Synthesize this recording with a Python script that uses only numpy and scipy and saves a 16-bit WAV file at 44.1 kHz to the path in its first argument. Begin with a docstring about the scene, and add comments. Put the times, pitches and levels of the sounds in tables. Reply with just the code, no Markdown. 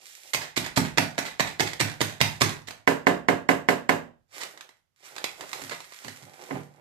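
"""Wet dabs on paper: a plastic spatula loaded with paint, a sheet lying on a table, a small bare room.
Eleven dabs and a last light one (the edge touches, the blade slaps flat, the paint peels off) are
followed by six hard knocks that ring the table. Then the sheet is lifted and slid about, with rustles,
snaps and soft bumps. Paper and paint are swarms of tiny clicks; table and blade are decaying modes.
Everything happens to the right of the microphones."""
import sys
import numpy as np
from scipy import signal
from scipy.fft import rfft, irfft
from scipy.io import wavfile
from scipy.ndimage import uniform_filter1d

SR = 44100
rng = np.random.default_rng(int(sys.argv[2]) if len(sys.argv) > 2 else 0)


def int16_out(signal):
    """Quantize to a 16-bit WAV file."""
    q = np.round(np.clip(np.atleast_2d(signal).T, -1, 1) * 32767)
    wavfile.write(sys.argv[1], SR, q.astype(np.int16))


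N = 299951
TIME = np.arange(N) / SR
TAIL = TIME[:SR // 2]   # time axis of one event or response

# dabs, timed at the moment the blade lies flat:
# t/s, slap/dB, slap tilt/(dB/oct), edge touch/dB, crush/dB, push/dB, push f/Hz, peel/dB
DABS = [(.346, -16, -1, -29, -13, -32, 150, -19), (0.575, -14.5, -1.5, -19, -15.5, -26.5, 193, -18.5),
        (.774, -11, -2.5, -23, -13, -12.5, 235.5, -21), (0.9814, -9.5, -1.5, -9, -36, -17, 221, -26.5),
        (1.187, -16.5, -1.5, -13.5, -37, -36.5, 238, -17.5),
        (1.4036, -13.5, -2, -8.5, -31.5, -27.5, 132, -19),
        (1.6038, -12, -0.5, -10.5, -32.5, -23.5, 132, -20.5), (1.809, -12, -1.5, -12, -14, -17, 114, -22.5),
        (2.013, -12.5, -0.5, -13, -29, -21, 112, -24), (2.212, -8.5, -.5, -14, -31, -16.5, 121, -34),
        (2.417, -7.5, -1, -14, -16.5, -15, 115, -20.5), (2.684, -31, -1.5, -34, -31, -47.5, 200, -49.5)]
# knocks on the table, six hard and a late faint one: t/s, level/dB, tilt/(dB/oct)
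KNOCKS = [(2.8753, -5, 0.5), (3.0684, -5, -.5), (3.2861, -6.5, -0.5), (3.49, -5.5, 0), (3.687, -5.5, 0.5),
          (3.893, -6, 0.5), (6.5090, -25.5, -2)]
# spectrum of buckling paper: f/Hz, level/dB
PAPER_SPECTRUM = [(100, -18), (400, -3), (900, 0), (1400, -1), (2000, 5.5), (2800, -2.5), (4000, -0.5),
                  (6000, -5.5), (7800, -4.5), (9500, -15.5), (14500, -18.5)]


def from_db(db):
    """Decibels to gain."""
    return 10 ** (np.asarray(db) / 20)


def at_hz(points, hz):
    """Interpolate a curve on a log-frequency axis."""
    f_hz, value = np.transpose(points)
    return np.interp(np.log(np.maximum(hz, 1)), np.log(f_hz), value)


def unit_energy(x):
    """Scale to energy 1."""
    return x / np.sqrt(np.sum(x ** 2, axis=-1, keepdims=True) + 1e-20)


def causal_filter(points, size=4096):
    """Minimum-phase impulse response of a spectrum."""
    hz = np.arange(size // 2 + 1) * SR / size
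    cepstrum = irfft(np.log(from_db(at_hz(points, hz))))
    cepstrum[1:size // 2] *= 2
    cepstrum[size // 2 + 1:] = 0
    return irfft(np.exp(rfft(cepstrum)))[:size // 2]


def through(x, response):
    """Convolve, keeping the length."""
    return signal.oaconvolve(x, response)[:len(x)]


def coloured(x, points):
    """Give a white sound a spectrum at equal power."""
    return through(x, unit_energy(causal_filter(points)))


def tilted(x, db_per_oct):
    """Brighten or dull about 2 kHz."""
    return through(x, causal_filter([(500, -2 * db_per_oct), (16000, 3 * db_per_oct)], size=512))


def evened(response, width_hz):
    """Many overlapping arrivals leave fine spectral ripple but no broad colour."""
    spectrum = rfft(response, SR)   # 1 Hz bins
    power = uniform_filter1d(np.abs(spectrum) ** 2, width_hz)
    return irfft(spectrum / np.sqrt(power + 1e-12), SR)[:len(response)]


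def add(track, t_s, sound):
    """Mix a sound into a track at t_s."""
    start = max(round(t_s * SR), 0)
    track[start:start + len(sound)] += sound[:N - start]


def click():
    """One sharp contact; energy 1."""
    return signal.unit_impulse(len(TAIL))


def grains(per_s, spread_db, size):
    """Tiny clicks of uneven size at random moments; rms 1."""
    heights = from_db(spread_db * np.minimum(rng.exponential(1, size), 5))
    signs = rng.choice([-1, 1], size)
    occurs = rng.random(size) < per_s / SR
    return unit_energy(heights * signs * occurs) * np.sqrt(size)


def burst(decay_s, rise_s, per_s, spread_db):
    """A swarm of clicks that swells and dies away; energy 1."""
    envelope = (1 - np.exp(-TAIL / rise_s)) * np.exp(-TAIL / decay_s)
    return unit_energy(grains(per_s, spread_db, len(TAIL)) * envelope)


def noise_floor():
    """Faint steady noise, mostly bass, independent in each channel."""
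    # background spectrum: f/Hz, level/dB
    floor_spectrum = [(25, -1), (60, -4), (140, -1.5), (300, -15), (900, -16.5), (2000, -19.5), (7500, -24),
                      (8500, -28.5), (14500, -30.5)]
    return np.array([coloured(rng.standard_normal(N), floor_spectrum) for _ in range(2)])


def room_response(direct_db, early_db):
    """Direct sound, early reflections from table and walls, and a tail that dies band by band."""
    # reverberation time: f/Hz, t60/s
    room_t60 = [(80, 0.84), (210, 0.33), (560, 0.37), (1470, 0.3274), (3880, 0.29), (10200, 0.25)]
    edges_hz = np.concatenate([[0], np.geomspace(125, 8000, 7), [SR]])
    hz = np.arange(len(TAIL) // 2 + 1) * SR / len(TAIL)
    white = rfft(rng.standard_normal(len(TAIL)))
    tail = 0
    for low, high in zip(edges_hz, edges_hz[1:]):
        band = irfft(white * (hz >= low) * (hz < high), len(TAIL))
        tail += band * from_db(-60 * TAIL / at_hz(room_t60, low * np.sqrt(2)))
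    tail = unit_energy(tail * (1 - np.exp(-TAIL / 0.0058)))
    early = burst(decay_s=0.0043, rise_s=0.00065, per_s=5000, spread_db=0.5)
    direct = signal.lfilter(*signal.butter(3, 7500, fs=SR), click())   # off-axis treble loss
    return evened(from_db(direct_db) * direct + from_db(early_db) * early + tail, width_hz=120)


def in_room(x, direct_db, early_db, left_lag_s=0.00025):
    """Each source has its own paths to the microphones; the left hears it later and less directly."""
    left = through(x, room_response(direct_db - 6.5, early_db))
    right = through(x, room_response(direct_db, early_db))
    return np.array([np.interp(TIME - left_lag_s, TIME, left), right])


def across_sheet(x, direct_db, early_db, spots, dwell_s=0.29):
    """The sounding spot moves over the sheet, and its room paths change with it."""
    spot = TIME // dwell_s % spots
    gates = [uniform_filter1d(1.0 * (spot == k), 256) for k in range(spots)]
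    return sum(in_room(x * gate, direct_db, early_db) for gate in gates)


def friction_gain(per_s, spread_db):
    """Friction makes the level jump about at random."""
    steps = rng.standard_normal(N // 100)
    return from_db(spread_db * np.interp(TIME * per_s, np.arange(len(steps)), steps))


def sliding_sheet(lifted_s=4.2, hollow_hz=1030, hollow_db=10):
    """Fibres catch and let go: a crisp rustle with stray small snaps, over a dull drag on the table."""
    # envelopes of the sheet's four moves: t/s, rustle/dB, drag/dB
    nudge = [(0, -53, -59.5), (0.1, -47, -70.5), (0.23, -51.5, -64.5), (0.31, -45.5, -55)]
    pick_up = [(4.28, -80.5, -90), (4.34, -44, -50.5), (4.41, -45, -47.5), (4.56, -63, -56),
               (4.69, -74, -66), (4.8, -79, -83)]
    raise_up = [(4.961, -72.5, -90), (5.021, -58.5, -63), (5.05, -46, -51.5), (5.14, -54.5, -55),
                (5.21, -52.5, -46), (5.35, -53, -60), (5.43, -48, -40), (5.5, -49.5, -63), (5.56, -44, -41),
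                (5.72, -47.5, -55), (5.86, -55, -66), (5.949, -51, -61)]
    lay_down = [(5.95, -53, -73), (6.05, -47, -50), (6.13, -51, -59.5), (6.3, -60, -52.5), (6.48, -50, -46),
                (6.568, -52, -35.5), (6.679, -68.5, -69), (6.8, -72, -51.5)]
    # friction spectra: f/Hz, level/dB
    rustle_spectrum = [(400, -44), (1000, -14), (1900, 1.5), (2800, -1), (4000, -1.5), (6000, 0), (7800, 0),
                       (9500, -7.5), (12500, -7), (14500, -16)]
    drag_spectrum = [(40, -50), (80, -19.5), (130, -5.5), (230, -5.5), (400, 2.5), (600, 2), (800, 4),
                     (1200, -8.5), (2200, -8), (6000, -41)]
    rustle_gain, drag_gain = np.zeros(N), np.zeros(N)
    for move in (nudge, pick_up, raise_up, lay_down):
        t_s, rustle_db, drag_db = np.transpose(move)
        rustle_gain += from_db(np.interp(TIME, t_s, rustle_db, left=-np.inf, right=-np.inf))
        drag_gain += from_db(np.interp(TIME, t_s, drag_db, left=-np.inf, right=-np.inf))
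    fibres = friction_gain(per_s=180, spread_db=1.0) * grains(per_s=3700, spread_db=1.0, size=N)
    small_snaps = from_db(-2.5) * grains(per_s=20, spread_db=0.0, size=N)
    rustle = coloured(rustle_gain * (fibres + small_snaps), rustle_spectrum)
    hollow = signal.lfilter(*signal.iirpeak(hollow_hz, Q=1.8, fs=SR), rustle)
    rustle += from_db(hollow_db) * hollow * (TIME > lifted_s)   # the lifted, bent sheet resonates
    drag = coloured(drag_gain * grains(per_s=3300, spread_db=6.5, size=N), drag_spectrum)
    return from_db(-1) * rustle + from_db(-0.5) * drag


def patch_hz(centre_hz=2050, spread_oct=0.2):
    """Each touch lands on another patch of the sheet, with its own pitch."""
    return centre_hz * 2 ** (spread_oct * rng.uniform(-1, 1))


def sheet_ring(x, hz, ring_db):
    """A struck patch of paper favours one broad band."""
    return x + from_db(ring_db) * signal.lfilter(*signal.iirpeak(hz, Q=1.6, fs=SR), x)


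def crinkle(db, hz, db_per_oct, decay_s, rise_s=0.004):
    """One run of tiny buckles in the sheet."""
    buckles = burst(decay_s, rise_s, per_s=3000, spread_db=4.5)
    return from_db(db + 16) * tilted(sheet_ring(buckles, hz, ring_db=-10), db_per_oct)


def paper_crinkles(crush_lead_s=0.014, peel_delay_s=0.064):
    """The sheet crinkles as each dab lands, as the paint pulls it up again, and in the hand."""
    # crumples in the hand: t/s, level/dB, tilt/(dB/oct), f/Hz
    crumples = [(4.405, -20.5, 0, 4200), (5.407, -32.5, -7.5, 1330), (5.709, -18, -2.5, 1300)]
    out = np.zeros(N)
    for t_s, _, _, _, crush_db, _, _, peel_db in DABS:
        crush = crinkle(crush_db, patch_hz(), db_per_oct=2.7, decay_s=0.01, rise_s=0.009)
        peel = crinkle(peel_db, patch_hz(), db_per_oct=-1, decay_s=0.028)
        add(out, t_s - crush_lead_s, crush)
        add(out, t_s + peel_delay_s, peel)
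    for t_s, db, db_per_oct, hz in crumples:
        add(out, t_s, crinkle(db, hz, db_per_oct, decay_s=0.016))
    return coloured(out, PAPER_SPECTRUM)


def paper_snaps(touch_lead_s=0.0067, touch_db_per_oct=-2.5, buckle_db_per_oct=-0.5):
    """The sheet snaps sharply when the blade's edge touches it and when it buckles."""
    # sudden buckles: t/s, level/dB
    buckles = [(.663, -23), (1.675, -20), (1.733, -22), (2.708, -26), (4.434, -22), (4.575, -34.5),
               (4.609, -29), (4.691, -40), (5.164, -25.5), (5.182, -23.5), (5.242, -12.5), (5.409, -25),
               (5.531, -19), (5.696, -25), (5.804, -28.5), (5.922, -34), (6.047, -27.5), (6.082, -25)]
    events = [(t_s - touch_lead_s, touch_db, touch_db_per_oct) for t_s, _, _, touch_db, *_ in DABS]
    events += [(t_s, db, buckle_db_per_oct) for t_s, db in buckles]
    out = np.zeros(N)
    for t_s, db, db_per_oct in events:
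        crackle = burst(decay_s=0.00068, rise_s=0.00023, per_s=16000, spread_db=4.5)
        snap = evened(click() + 1.1 * crackle, width_hz=1200)
        add(out, t_s, from_db(db + 17) * tilted(snap, db_per_oct))
    return coloured(out, PAPER_SPECTRUM)


def push_force(lead_s=0.001):
    """A push cushioned by paint and paper holds only low pitches, chiefly one set by contact time."""
    # soft bumps as the sheet settles on the table: t/s, level/dB, f/Hz
    bumps = [(5.613, -35, 156), (5.699, -45, 170), (6.042, -34, 355), (6.221, -40.5, 153),
             (6.512, -26, 377), (6.535, -28.5, 156), (6.548, -34, 353)]
    events = [(t_s - lead_s, push_db, hz, click()) for t_s, *_, push_db, hz, _ in DABS]
    for t_s, db, hz in bumps:
        events.append((t_s, db, hz, burst(decay_s=0.015, rise_s=0.0026, per_s=3800, spread_db=1.5)))
    force = np.zeros(N)
    for t_s, db, hz, contact in events:
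        w = 2 * np.pi * hz
        cushion = signal.bilinear([w * w], [1, 0.69 * w, w * w], fs=SR)   # resonant low-pass
        add(force, t_s, from_db(db + 11) * unit_energy(signal.lfilter(*cushion, contact)))
    return force


def table_ring(knocks, pushes):
    """Table modes reach both microphones nearly in step in the bass, with unrelated phases higher up."""
    # modes of the table: f/Hz, level/dB, t60/s
    table_modes = [(96.4, -15, 0.27), (105.9, -6.5, 0.27), (130, -17, 0.15), (145.7, -11.5, 0.5),
                   (164.9, -8, 0.37), (185.6, -11.5, 0.4), (239.8, -7.5, 0.4), (273, -2, 0.27),
                   (331, -12.5, .36), (400, -3, 0.26), (511, -5, .2), (559, -12, .25), (700.4, -5, .33),
                   (882, -14.5, 0.26), (970, -11, .26), (1082, -16, 0.34), (1555, -12, .25),
                   (1765, -22.5, .25), (2040, -17, .22)]
    # knocks are too brief to sway the whole table
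    force = signal.lfilter(*signal.butter(2, 150, "high", fs=SR), knocks) + from_db(3.5) * pushes
    hz, db, t60_s = np.transpose(table_modes)[:, :, None]
    build_up = 1 - np.exp(-TAIL * hz / 0.39)   # within a cycle
    envelope = build_up * from_db(db - 60 * TAIL / t60_s)
    right_rad = rng.uniform(0, 2 * np.pi, hz.shape)
    left_rad = right_rad + rng.normal(0, 1, hz.shape) * hz / 330
    sides = [envelope * np.sin(2 * np.pi * hz * TAIL + phase) for phase in (left_rad, right_rad)]
    return np.array([through(force, modes.sum(axis=0)) for modes in sides])


def blade_clack(force):
    """The stiff plastic blade rings for a few milliseconds."""
    # modes of the blade: f/Hz, level/dB, t60/s
    blade_modes = [(1060, -2.5, 0.016), (1650, -1, 0.017), (2025, 9, 0.018), (2200, -10, 0.0037)]
    hz, db, t60_s = np.transpose(blade_modes)[:, :, None]
    modes = from_db(db - 60 * TAIL / t60_s) * np.sin(2 * np.pi * hz * TAIL)
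    return through(force, unit_energy(modes.sum(axis=0)))


def knock_hiss(hiss_lead_s=0.005):
    """A short bright hiss starts just before each knock."""
    out = np.zeros(N)
    for t_s, db, db_per_oct in KNOCKS:
        hiss = burst(decay_s=0.027, rise_s=0.0033, per_s=8100, spread_db=6.0)
        add(out, t_s - hiss_lead_s, from_db(db + 1.5) * tilted(hiss, db_per_oct + 2))
    return coloured(out, PAPER_SPECTRUM)


def knock_force():
    """The spatula hits the table: a click with a brief chatter."""
    force = np.zeros(N)
    for t_s, db, db_per_oct in KNOCKS:
        chatter = burst(decay_s=0.028, rise_s=0.001, per_s=1100, spread_db=2.0)
        add(force, t_s, from_db(db + 21) * tilted(click() + 0.3 * chatter, db_per_oct))
    return force


def wet_slaps(threads_db=-13):
    """Paint is squeezed out in a dense spatter, then crackles as its threads break."""
    # spectrum of wet paint: f/Hz, level/dB
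    wet_spectrum = [(100, -7), (300, 0.5), (500, -3.5), (900, -1.5), (1350, -5), (2050, -2.5), (2800, -6.5),
                    (4300, -5), (6000, -6.5), (7800, -9), (9500, -15), (14500, -20)]
    out = np.zeros(N)
    for t_s, db, db_per_oct, *_ in DABS:
        spatter = burst(decay_s=0.0032, rise_s=0.00023, per_s=5800, spread_db=1.5)
        threads = burst(decay_s=0.042, rise_s=0.08, per_s=800, spread_db=4.0)
        slap = sheet_ring(spatter + from_db(threads_db) * threads, patch_hz(), ring_db=-5.5)
        add(out, t_s, from_db(db + 21) * tilted(slap, db_per_oct))
    return coloured(out, wet_spectrum)


def scene():
    """Paint, paper and table sound in the room; the left microphone faces away from them."""
    # spectra of the table under hard knocks and soft pushes: f/Hz, level/dB
    knock_spectrum = [(40, -37), (80, -24), (150, -3), (430, 4), (700, -0.5), (1150, -2.5), (1380, -9),
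                      (1650, -3), (2100, -11), (2800, -13), (3800, -24.5), (7500, -28), (9500, -36),
                      (14500, -36.5)]
    thud_spectrum = [(25, -31.5), (55, -21), (80, -12), (110, -2.5), (280, -2), (400, -10), (800, -15),
                     (2000, -22)]
    # left microphone against the right: f/Hz, level/dB
    left_response = [(80, -6.5), (250, -7), (1100, -6), (2200, -7), (4000, -6), (7500, -11.5), (11000, 1),
                     (14000, -2)]
    knocks, pushes = knock_force(), push_force()
    bursts = wet_slaps() + paper_crinkles() + knock_hiss()
    out = from_db(2.5) * across_sheet(bursts, direct_db=5.5, early_db=3, spots=3)
    out += from_db(2.5) * across_sheet(paper_snaps(), direct_db=4, early_db=3.5, spots=2)
    out += from_db(1.5) * in_room(sliding_sheet(), direct_db=6.5, early_db=1.5)
    out += from_db(1) * in_room(coloured(knocks, knock_spectrum), direct_db=-3, early_db=3.5)
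    out += from_db(-2) * in_room(blade_clack(knocks), direct_db=12, early_db=15)
    out += from_db(-5.5) * in_room(coloured(pushes, thud_spectrum), direct_db=12.5, early_db=-8)
    out += from_db(-34.5) * table_ring(knocks, pushes)
    out += from_db(-77.5) * noise_floor()
    return np.array([through(out[0], causal_filter(left_response)), out[1]])


def record(dry):
    """Bass cut, soft clipping of the highest peaks, top cut."""
    low_hz, top_hz, ceiling = 45, 14650, 0.95
    x = signal.lfilter(*signal.butter(2, low_hz, "high", fs=SR), dry)
    rounded = x / (1 + (x / ceiling) ** 4) ** 0.25
    return signal.sosfilt(signal.ellip(10, 0.1, 80, top_hz, fs=SR, output="sos"), rounded)


dry = scene()
out = record(dry)
int16_out(out)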